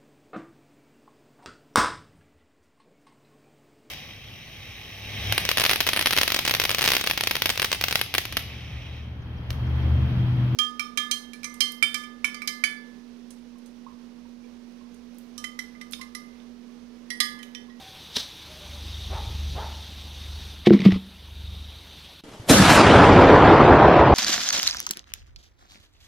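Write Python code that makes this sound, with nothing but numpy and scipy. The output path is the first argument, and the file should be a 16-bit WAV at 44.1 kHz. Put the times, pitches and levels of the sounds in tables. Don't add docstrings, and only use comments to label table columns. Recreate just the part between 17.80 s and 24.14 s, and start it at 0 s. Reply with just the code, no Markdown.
import sys
import numpy as np
from scipy import signal
from scipy.io import wavfile
from scipy.ndimage import uniform_filter1d, minimum_filter1d

SR = 44100
rng = np.random.default_rng(int(sys.argv[2]) if len(sys.argv) > 2 else 0)


def generate_wav(signal):
    frames = np.transpose(np.atleast_2d(signal))
    scaled = np.clip(frames, -1, 1) * 32767
    pcm = np.round(scaled).astype(np.int16)
    wavfile.write(sys.argv[1], SR, pcm)


def field_ratio(decibels):
    return 10 ** (np.asarray(decibels, dtype=float) / 20)


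N = 279591
TIME = np.arange(N) / SR
HZ = np.fft.rfftfreq(512, 1 / SR)[:, None]
FRAME_S = np.arange(N // 128 + 5) * 128 / SR

BANG_S = 4.699


def evened(x):
    return x / np.sqrt(np.mean(x ** 2) + 1e-20)


def spectrum(points, hz):
    f, level_db = np.transpose(points)
    return np.interp(np.log(hz + 1), np.log(f + 1), level_db)


def curve(rows, t=TIME):
    s, value = np.transpose(rows)
    return np.interp(t, s, value)


def bump(hz, octaves):
    return np.exp(-(np.log2((HZ + 1) / hz) / octaves) ** 2)


def burst(s, db, rise_db_per_s, fall_db_per_s, hold_s=0.):
    before_db = (s - TIME) * rise_db_per_s
    after_db = np.maximum(TIME - s - hold_s, 0) * fall_db_per_s
    return field_ratio(db - np.maximum(before_db, after_db))


def slow(rate_hz):
    low_pass = signal.butter(2, rate_hz, fs=SR, output="sos")
    return evened(signal.sosfilt(low_pass, rng.standard_normal(N)))


def noise(shape_db, patchy_db, flicker_db):
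    a, b, patches = rng.standard_normal((len(FRAME_S), len(HZ), 3)).T
    flicker = evened(uniform_filter1d(rng.standard_normal(len(FRAME_S)), size=3))
    patches = uniform_filter1d(patches, size=5, axis=0)
    patches = evened(uniform_filter1d(patches, size=16, axis=1))
    gain = field_ratio(shape_db + 0 * a)
    gain = gain / np.sqrt((gain ** 2).sum(0))
    z = (a + 1j * b) * gain * field_ratio(patchy_db * patches + flicker_db * flicker)
    return evened(signal.istft(z, nperseg=512, noverlap=384)[1][:N])


def resonate(x, hz, width_hz):
    turn = np.exp(2j * np.pi * np.cumsum(hz * np.ones(len(x))) / SR)
    r = np.exp(-np.pi * width_hz / SR)
    for _ in range(2):
        x = 2 * (turn * signal.lfilter([1 - r], [1, -r], x / turn)).real
    return x


def ring(modes, rise_s=0.):
    t = TIME[:SR // 2]
    rise = 1 - np.exp(-t / (rise_s + 1e-9))
    return rise * sum(field_ratio(db - 60 * t / t60) * np.sin(2 * np.pi * hz * t) for hz, db, t60 in modes)


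def placed(s, sound):
    return np.pad(sound, (round(s * SR), N))[:N]


def yard(x, t60, wet_db):
    t = TIME[:SR // 2]
    scattered = rng.standard_normal(len(t)) * (rng.random(len(t)) < .05)
    tail = scattered * field_ratio(-60 * t / t60) * (t > .02)
    return x + field_ratio(wet_db) * signal.oaconvolve(x, tail / np.linalg.norm(tail))[:N]


def high_pass(x, hz):
    return signal.sosfilt(signal.butter(3, hz, "high", fs=SR, output="sos"), x)


def phone():
    shelf_db = -5.5 * (HZ > 6300)
    notch_db = -3.5 * np.exp(-((HZ - 12200) / 300) ** 2)
    return shelf_db + notch_db


def holes(share):
    cells = rng.random((len(FRAME_S) // 16 + 1, len(HZ))).T
    cells = np.repeat(cells, 16, 1)[:, :len(FRAME_S)]
    return -30 * (cells < share * np.clip((HZ - 2000) / 4000, 0, 1))


def air():
    # f/Hz, level/dB per Hz
    porch = [(65, -43.5), (110, 1), (200, -17), (636, -23), (885, -21), (1110, -24.5), (1940, -25.5),
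             (3750, -15), (5220, -24.5), (6160, -23.5), (7270, -30), (13000, -29), (15300, -35)]
    # t/s, level/dB
    opening = [(0.0, -54.5), (0.4, -54), (1.2, -52), (1.8, -52), (2.25, -54), (2.67, -52.5), (2.84, -57.5),
               (3.3, -59), (3.7, -57.5), (4.2, -56), (4.42, -58)]
    # f/Hz, width/Hz, level/dB
    insects = [(3350, 270, 5), (3643, 400, 12.5), (4200, 215, -7)]
    # t/s, level/dB
    swell = [(0.0, -50), (0.32, -50), (0.71, -66), (1.12, -41), (1.79, -47), (2.67, -47.5), (2.84, -50),
             (3.2, -50), (3.4, -73), (3.58, -46), (3.82, -47.5), (4.13, -53), (4.3, -51), (4.42, -67)]
    treble_db = 1.04 * (curve(opening, FRAME_S) + 53.5) * bump(5800, .4)
    colour = spectrum(porch, HZ) + phone() + treble_db + holes(0.051)
    hiss = noise(colour, patchy_db=1.5, flicker_db=.5)
    rasp = noise(0 * HZ, patchy_db=-0.5, flicker_db=2.0)
    chorus = sum(field_ratio(db) * resonate(rasp, hz, width) for hz, width, db in insects)
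    return field_ratio(curve(opening) + 8.5) * hiss + field_ratio(curve(swell) - 4.0) * evened(chorus)


def engine():
    # t/s, level/dB
    throttle = [(0.0, -54), (0.08, -62), (0.64, -55), (1.04, -37.5), (1.25, -37.5), (1.32, -30.5),
                (1.79, -31), (2.08, -45.5), (2.18, -39), (2.34, -41.5), (2.56, -36), (2.8, -45.5),
                (3.3, -51.5), (3.69, -34.5), (3.82, -38), (4.05, -50.5), (4.12, -49), (4.4, -57)]
    # multiple of firing rate, level/dB
    firing_orders = [(2, -8), (3, 0.5), (4, -11), (5, -37), (6, -28.5), (7, -44), (8, -21)]
    firing_hz = 24.4
    turns = np.cumsum(firing_hz * (1 + .004 * slow(rate_hz=3))) / SR
    orders = sum(field_ratio(db + 1.4 * slow(rate_hz=3.7)) * np.cos(2 * np.pi * k * turns)
                 for k, db in firing_orders)
    rumble = evened(resonate(rng.standard_normal(N), 80, 70))
    return field_ratio(curve(throttle)) * (evened(orders) + .3 * rumble)


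def cock():
    # t/s, length/s, f/Hz, level/dB
    crows = [
        (0.0, 0.2, 767, -58),
        (0.693, .095, 618, -58.5),
        (0.802, .095, 592, -58),
        (.92, 0.063, 580, -57.5),
    ]
    sag_hz_per_s, fade_db_per_s = 48, 24
    waver = np.sin(2 * np.pi * 17 * TIME)
    out = np.zeros(N)
    for s, length, hz, db in crows:
        u = np.clip(TIME - s, 0, length)
        phase = 2 * np.pi * np.cumsum(hz - sag_hz_per_s * u + 12 * waver) / SR
        on = uniform_filter1d(1. * (u > 0) * (u < length), size=900)
        voice = np.sin(phase) + field_ratio(-11) * np.sin(2 * phase)
        out += on * field_ratio(db + 7 - fade_db_per_s * u + 1.5 * waver) * voice
    return out


def lighter():
    # f/Hz, level/dB per Hz
    flick = [(59, -41), (100, -16), (275, -26), (708, -25), (803, -25), (1080, -21), (1200, -22.5),
             (2500, -22), (3730, -2), (4700, -14), (6050, -13.5), (6730, -20), (15300, -29.5)]
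    # f/Hz, level/dB, t60/s
    snap = [(3650, -3, .008), (3200, -9, .008), (6000, -15, .008), (420, -28, .045), (260, -31, .08)]
    snap_s = .3683
    hiss = noise(spectrum(flick, HZ) + phone(), patchy_db=1.2, flicker_db=1.5)
    spark = burst(snap_s, -20, rise_db_per_s=1500, fall_db_per_s=2200)
    gas = burst(snap_s + .014, -27, rise_db_per_s=450, fall_db_per_s=190)
    return (spark + gas) * hiss + placed(snap_s, ring(snap, rise_s=0.00058))


def dog():
    # t/s, effort/dB, widest mouth as a factor on the throat
    barks = [
        (1.30, -36.5, 1.17),
        (1.75, -35, 1.09),
    ]
    # f/Hz, width/Hz, level/dB
    throat_modes = [(840, 560, 6.5), (1300, 860, -15), (2300, 650, -28), (400, 230, -9)]
    rise_s, hold_s, fall_s, gape_s = 0.028, 0.068, 0.035, .063
    low_hz, top_hz, end_hz = 341.5, 489, 398.3
    shut, relax = 0.54, 0.24
    length = rise_s + hold_s + fall_s
    out = np.zeros(N)
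    for s, effort_db, gape in barks:
        u = TIME - s
        db = np.interp(u, [0, rise_s, length - fall_s, length], [-12, 0, -3.5, -33])
        opening = np.clip(u / gape_s, 0, 1) ** 1.5
        hz = low_hz + (top_hz - low_hz) * opening
        hz = end_hz + (hz - end_hz) * np.exp(-np.maximum(u - gape_s, 0) / 0.027)
        mouth = shut + (gape - shut) * opening
        mouth = mouth * (1 - relax * np.clip((u - gape_s) / .035, 0, 1))
        turns = np.cumsum(hz * (1 + .04 * slow(rate_hz=120))) / SR
        folds = sum(np.cos(2 * np.pi * k * turns) for k in range(1, 9))
        breath = (0.44 + np.exp(-(turns % 1) / .3)) * rng.standard_normal(N)
        drive = .36 * evened(folds) + .8 * evened(breath)
        throat = sum(field_ratio(level) * resonate(drive, f * mouth, width) for f, width, level in throat_modes)
        out += (u >= 0) * (u < length) * field_ratio(effort_db + db) * evened(throat)
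    return yard(out, t60=.7, wet_db=-3)


def pot():
    # t/s, low wall level/dB, high wall level/dB, slap level/dB, pitch factor as the grip stiffens the wall
    knocks = [(2.870, -7, -3, -11.5, 1.09), (2.884, -10, -13.5, -35, 1.09), (2.906, -3, 3, -25, 1.05),
              (2.92, -9, -19, -28, 1.01), (2.935, -4.5, -16, -32, 1.01), (2.946, -9.5, -23, -38, 1.3),
              (2.998, -15, -29, -45, .98), (3.019, -15.5, -30, -48, .98), (3.052, -10.5, -18, -28, .99),
              (3.061, 4.5, -21, -29, .98), (3.087, -16, -17.5, -45, 0.92), (3.123, -27, -25, -39, .96),
              (3.157, -26, -32, -46, 1.3)]
    # f/Hz, level/dB, t60/s
    low_wall = [(201.4, -2, 0.1), (194.4, -18, 0.58)]
    high_wall = [(349, -3, 0.08), (324, -4.5, 0.13), (417, -4, 0.048)]
    slap = [(654, 8.5, 0.016), (970, -8, 0.038), (1380, -30, .04)]
    # t/s, peak level/dB, f/Hz
    ticks = [(2.8643, -26.5, 2650), (2.8623, -17.5, 2150), (2.8696, -16, 1830), (2.898, -24, 1950),
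             (2.9052, -16, 1520), (2.9346, -40, 3560), (2.991, -25, 2030), (3.004, -23.5, 2400),
             (3.0184, -23, 2040), (3.0517, -23.5, 2340), (3.1072, -25.5, 1900), (3.1203, -19, 2030)]
    # t/s, peak level/dB, fade/dB per s
    skids = [(2.865, -31, 900), (2.874, -18, 1500), (2.935, -25.5, 301), (3.008, -34.5, 121),
             (3.054, -22.5, 452), (3.123, -31, 240)]
    # f/Hz, level/dB per Hz
    scrape = [(350, -38), (600, -4.5), (1280, -2.5), (1490, -11), (1980, 0), (3640, -1.5), (5530, -14),
              (6780, -21.5), (15300, -30)]
    # t/s, level/dB, f/Hz, t60/s
    landings = [
        (3.056, -36, 89, .1),
        (3.123, -18, 99, 0.11),
        (3.157, -26, 70, 0.1),
    ]
    out = np.zeros(N)
    blow = signal.windows.hann(max(round(.0015 * SR), 3))
    for s, low_db, high_db, slap_db, pitch in knocks:
        parts = [(low_db, low_wall), (high_db, high_wall), (slap_db, slap)]
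        body = ring([(hz * pitch, db + part_db, t60) for part_db, modes in parts for hz, db, t60 in modes])
        out += placed(s, signal.oaconvolve(body, blow / blow.sum()))
    for s, db, hz in ticks:
        rim = [(hz, 0, .012), (hz * 1.45, -4, .01), (hz * 1.9, -6, .01), (hz * 2.6, -12, .008)]
        out += placed(s, field_ratio(db + 1.5) * ring(rim, rise_s=.0003))
    skid = sum(burst(s, db - 5.0, 1100, fade) for s, db, fade in skids)
    out += skid * noise(spectrum(scrape, HZ) + phone(), patchy_db=2.1, flicker_db=1.5)
    held = out * field_ratio(np.interp(TIME, [3.172, 3.185], [0, -10]))
    thumps = sum(placed(s, ring([(hz, db, t60)])) for s, db, hz, t60 in landings)
    return yard(high_pass(held, 130) + thumps, t60=.6, wet_db=-25)


def band_top():
    # t/s, f/Hz
    tops = [(4.4, 13060), (4.97, 13000), (5.03, 11330), (5.24, 11350), (5.29, 9560), (5.85, 9300),
            (5.9, 8370), (6.2, 8070), (6.3, 7010)]
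    ragged = np.repeat(rng.uniform(-350, 100, len(FRAME_S) // 8 + 1), 8)[:len(FRAME_S)]
    top = curve(tops, FRAME_S)
    return -np.clip(HZ - top - ragged * (top < 12000), 0, 300) / 5


def still():
    # f/Hz, level/dB per Hz
    middle_air = [(24, -33.5), (40, -7), (150, -7), (298, -1.5), (2460, -21), (2640, -23), (2920, -17),
                  (12100, -34.5), (14000, -43)]
    side_air = [(24, -33.5), (40, -2), (291, -2), (856, -4), (2920, -6), (12400, -19), (14000, -38)]
    middle = noise(spectrum(middle_air, HZ) + band_top(), patchy_db=1.5, flicker_db=1.2)
    side = noise(spectrum(side_air, HZ) + band_top(), patchy_db=1.5, flicker_db=1.2)
    thud = placed(4.598, field_ratio(-28) * ring([(115, 0, .08)]))
    return np.array([field_ratio(-45) * middle + thud, field_ratio(-56) * side]) * (TIME < 4.7)


def fizz():
    # t/s, length/s, level/dB
    patches = [
        (5.165, 0.043, -60),
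        (5.413, 0.14, -62),
        (5.734, 0.065, -70.5),
    ]
    level = sum(burst(s, db, 850, 850, hold_s=length) for s, length, db in patches)
    band_db = -60 * ((HZ < 9000) | (HZ > 14800)) - HZ / 800
    return level * noise(band_db + holes(.45), patchy_db=5, flicker_db=2.1)


def blast():
    # f/Hz, level/dB per Hz
    near_middle = [(18, -53), (30, -22), (223, -4), (466, -13), (516, -10), (1130, -16.5), (1220, -14),
                   (2250, -19), (2560, -18), (11400, -25), (13000, -27.5)]
    far_middle = [(18, -41.5), (30, -15), (76, 4.5), (195, -15), (309, 1), (514, -2), (577, -3.5),
                  (798, -2.5), (2980, -30.5), (5680, -51), (7500, -65.5), (9750, -75.5), (16500, -120)]
    near_side = [(35, -29), (60, -4.5), (165, 1), (303, -32), (416, -6), (1960, -18), (9280, -11),
                 (13000, -15.5)]
    far_side = [(350, -106), (600, -74), (841, -60.5), (1050, -20.5), (1110, -22), (1330, -11.5),
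                (2990, -6.5), (7500, -27.5), (9750, -40.5), (16500, -120)]
    # t/s, lift/dB, deep rumble level/dB
    rolls = [(5.01, 2.5, -1), (5.09, 2.5, 2), (5.17, 3, 6), (5.24, 2, 1), (5.39, 3, 2), (5.45, 2, 3),
             (5.535, 3.5, 3), (5.66, 2, 0), (5.73, 3, -3.5), (5.82, 2, 1), (5.9, 2, 1.5), (6.07, 1.5, 0),
             (6.19, 2, 1), (6.31, 2, 7)]
    # t/s, peak level/dB, length/ms
    claps = [(4.702, -3, 1.3), (4.712, -3, 1.9), (4.787, -5, 1.1), (4.896, -2, .6), (4.903, -3, .7),
             (5.003, -4, .9), (5.15, -4, 1.1)]
    # t/s, level/dB, fade/dB per s
    booms = [
        (4.71, -11, 230),
        (4.8, -12.5, 133),
        (4.92, -22, 220),
    ]
    age = np.maximum(FRAME_S - BANG_S, 0)
    far = 0.91 * (1 - np.exp(-age / 0.56)) - .13 * np.exp(-((FRAME_S - 4.95) / .04) ** 2)

    lift_db, deep_db = sum(np.outer([lift, deep], np.exp(-((FRAME_S - s) / .035) ** 2))
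                           for s, lift, deep in rolls)
    full_db = 8 * np.exp(-age / 0.065) - 8 * np.exp(-((age - 0.19) / 0.084) ** 2)
    full_db = full_db - 3 + 1.6 * lift_db
    deep_db = deep_db - 1.5 + 11 * np.exp(-((age - .06) / 0.11) ** 2)

    colour = (1 - far) * spectrum(near_middle, HZ) + far * spectrum(far_middle, HZ)
    colour = colour + full_db * bump(400, 0.64) + deep_db * bump(90, .6)
    roar = noise(colour + band_top() + holes(.5 * far), patchy_db=1.66, flicker_db=1.0)
    colour = (1 - far) * spectrum(near_side, HZ) + far * spectrum(far_side, HZ)
    wide = noise(colour + band_top() + holes(.3 * far), patchy_db=2.1, flicker_db=1.8)

    roar_db = -9.5 - 1.0 - 7.5 * np.exp(-age / .17) - 0.55 * age + lift_db
    onset = burst(BANG_S, 0, rise_db_per_s=1400, fall_db_per_s=0)
    level = onset * field_ratio(np.interp(TIME, FRAME_S, roar_db))
    level = level + burst(BANG_S, -11 - 3, rise_db_per_s=1400, fall_db_per_s=600)
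    level = level + sum(burst(s, db - 17, 4000, 900) for s, db, _ in claps)

    boom_hz = 70 + (286 - 70) * np.exp(-np.maximum(TIME - BANG_S, 0) / 0.15)
    boom = evened(resonate(rng.standard_normal(N), boom_hz, 98))
    booming = onset * sum(burst(s, db, 500, fade) for s, db, fade in booms)
    middle = level * roar + booming * boom + fizz()
    for s, peak_db, length_ms in claps:
        u = TIME[:2000] * 1000 / length_ms
        step = (1 - u) * np.exp(-u) * (1 - np.exp(-(u / .35) ** 2))
        middle -= placed(s, field_ratio(peak_db + 4) * step)

    side_db = -41 + 25 * np.exp(-age / 0.27)
    spread = onset * burst(BANG_S + 0.027, 0, 220, 0) * field_ratio(np.interp(TIME, FRAME_S, side_db))
    return np.array([high_pass(middle, 55), spread * wide])


def scene():
    porch_end_s, wide_start_s = 4.412, 4.436
    porch = air() + engine() + cock() + lighter() + dog() + pot()
    porch = porch * np.clip((porch_end_s - TIME) / 0.0041, .15, 1)
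    middle, side = (still() + blast()) * np.clip((TIME - wide_start_s) / 0.0018, 0, 1)
    return porch * (TIME < wide_start_s) + np.array([middle + side, middle - side])


def top_cut(x):
    return signal.sosfilt(signal.butter(12, 15430, fs=SR, output="sos"), x)


def record(dry):
    peak = -minimum_filter1d(-abs(dry).max(0), size=181)
    held = np.minimum(.985 / (peak + 1e-9), 1)
    gain = uniform_filter1d(uniform_filter1d(held, size=90), size=90)
    gain = gain * np.clip((TIME[-1] - TIME) / .0004, .45, 1)
    return top_cut(np.clip(dry * gain, -1, 1))


dry = scene()
out = record(dry)
generate_wav(out)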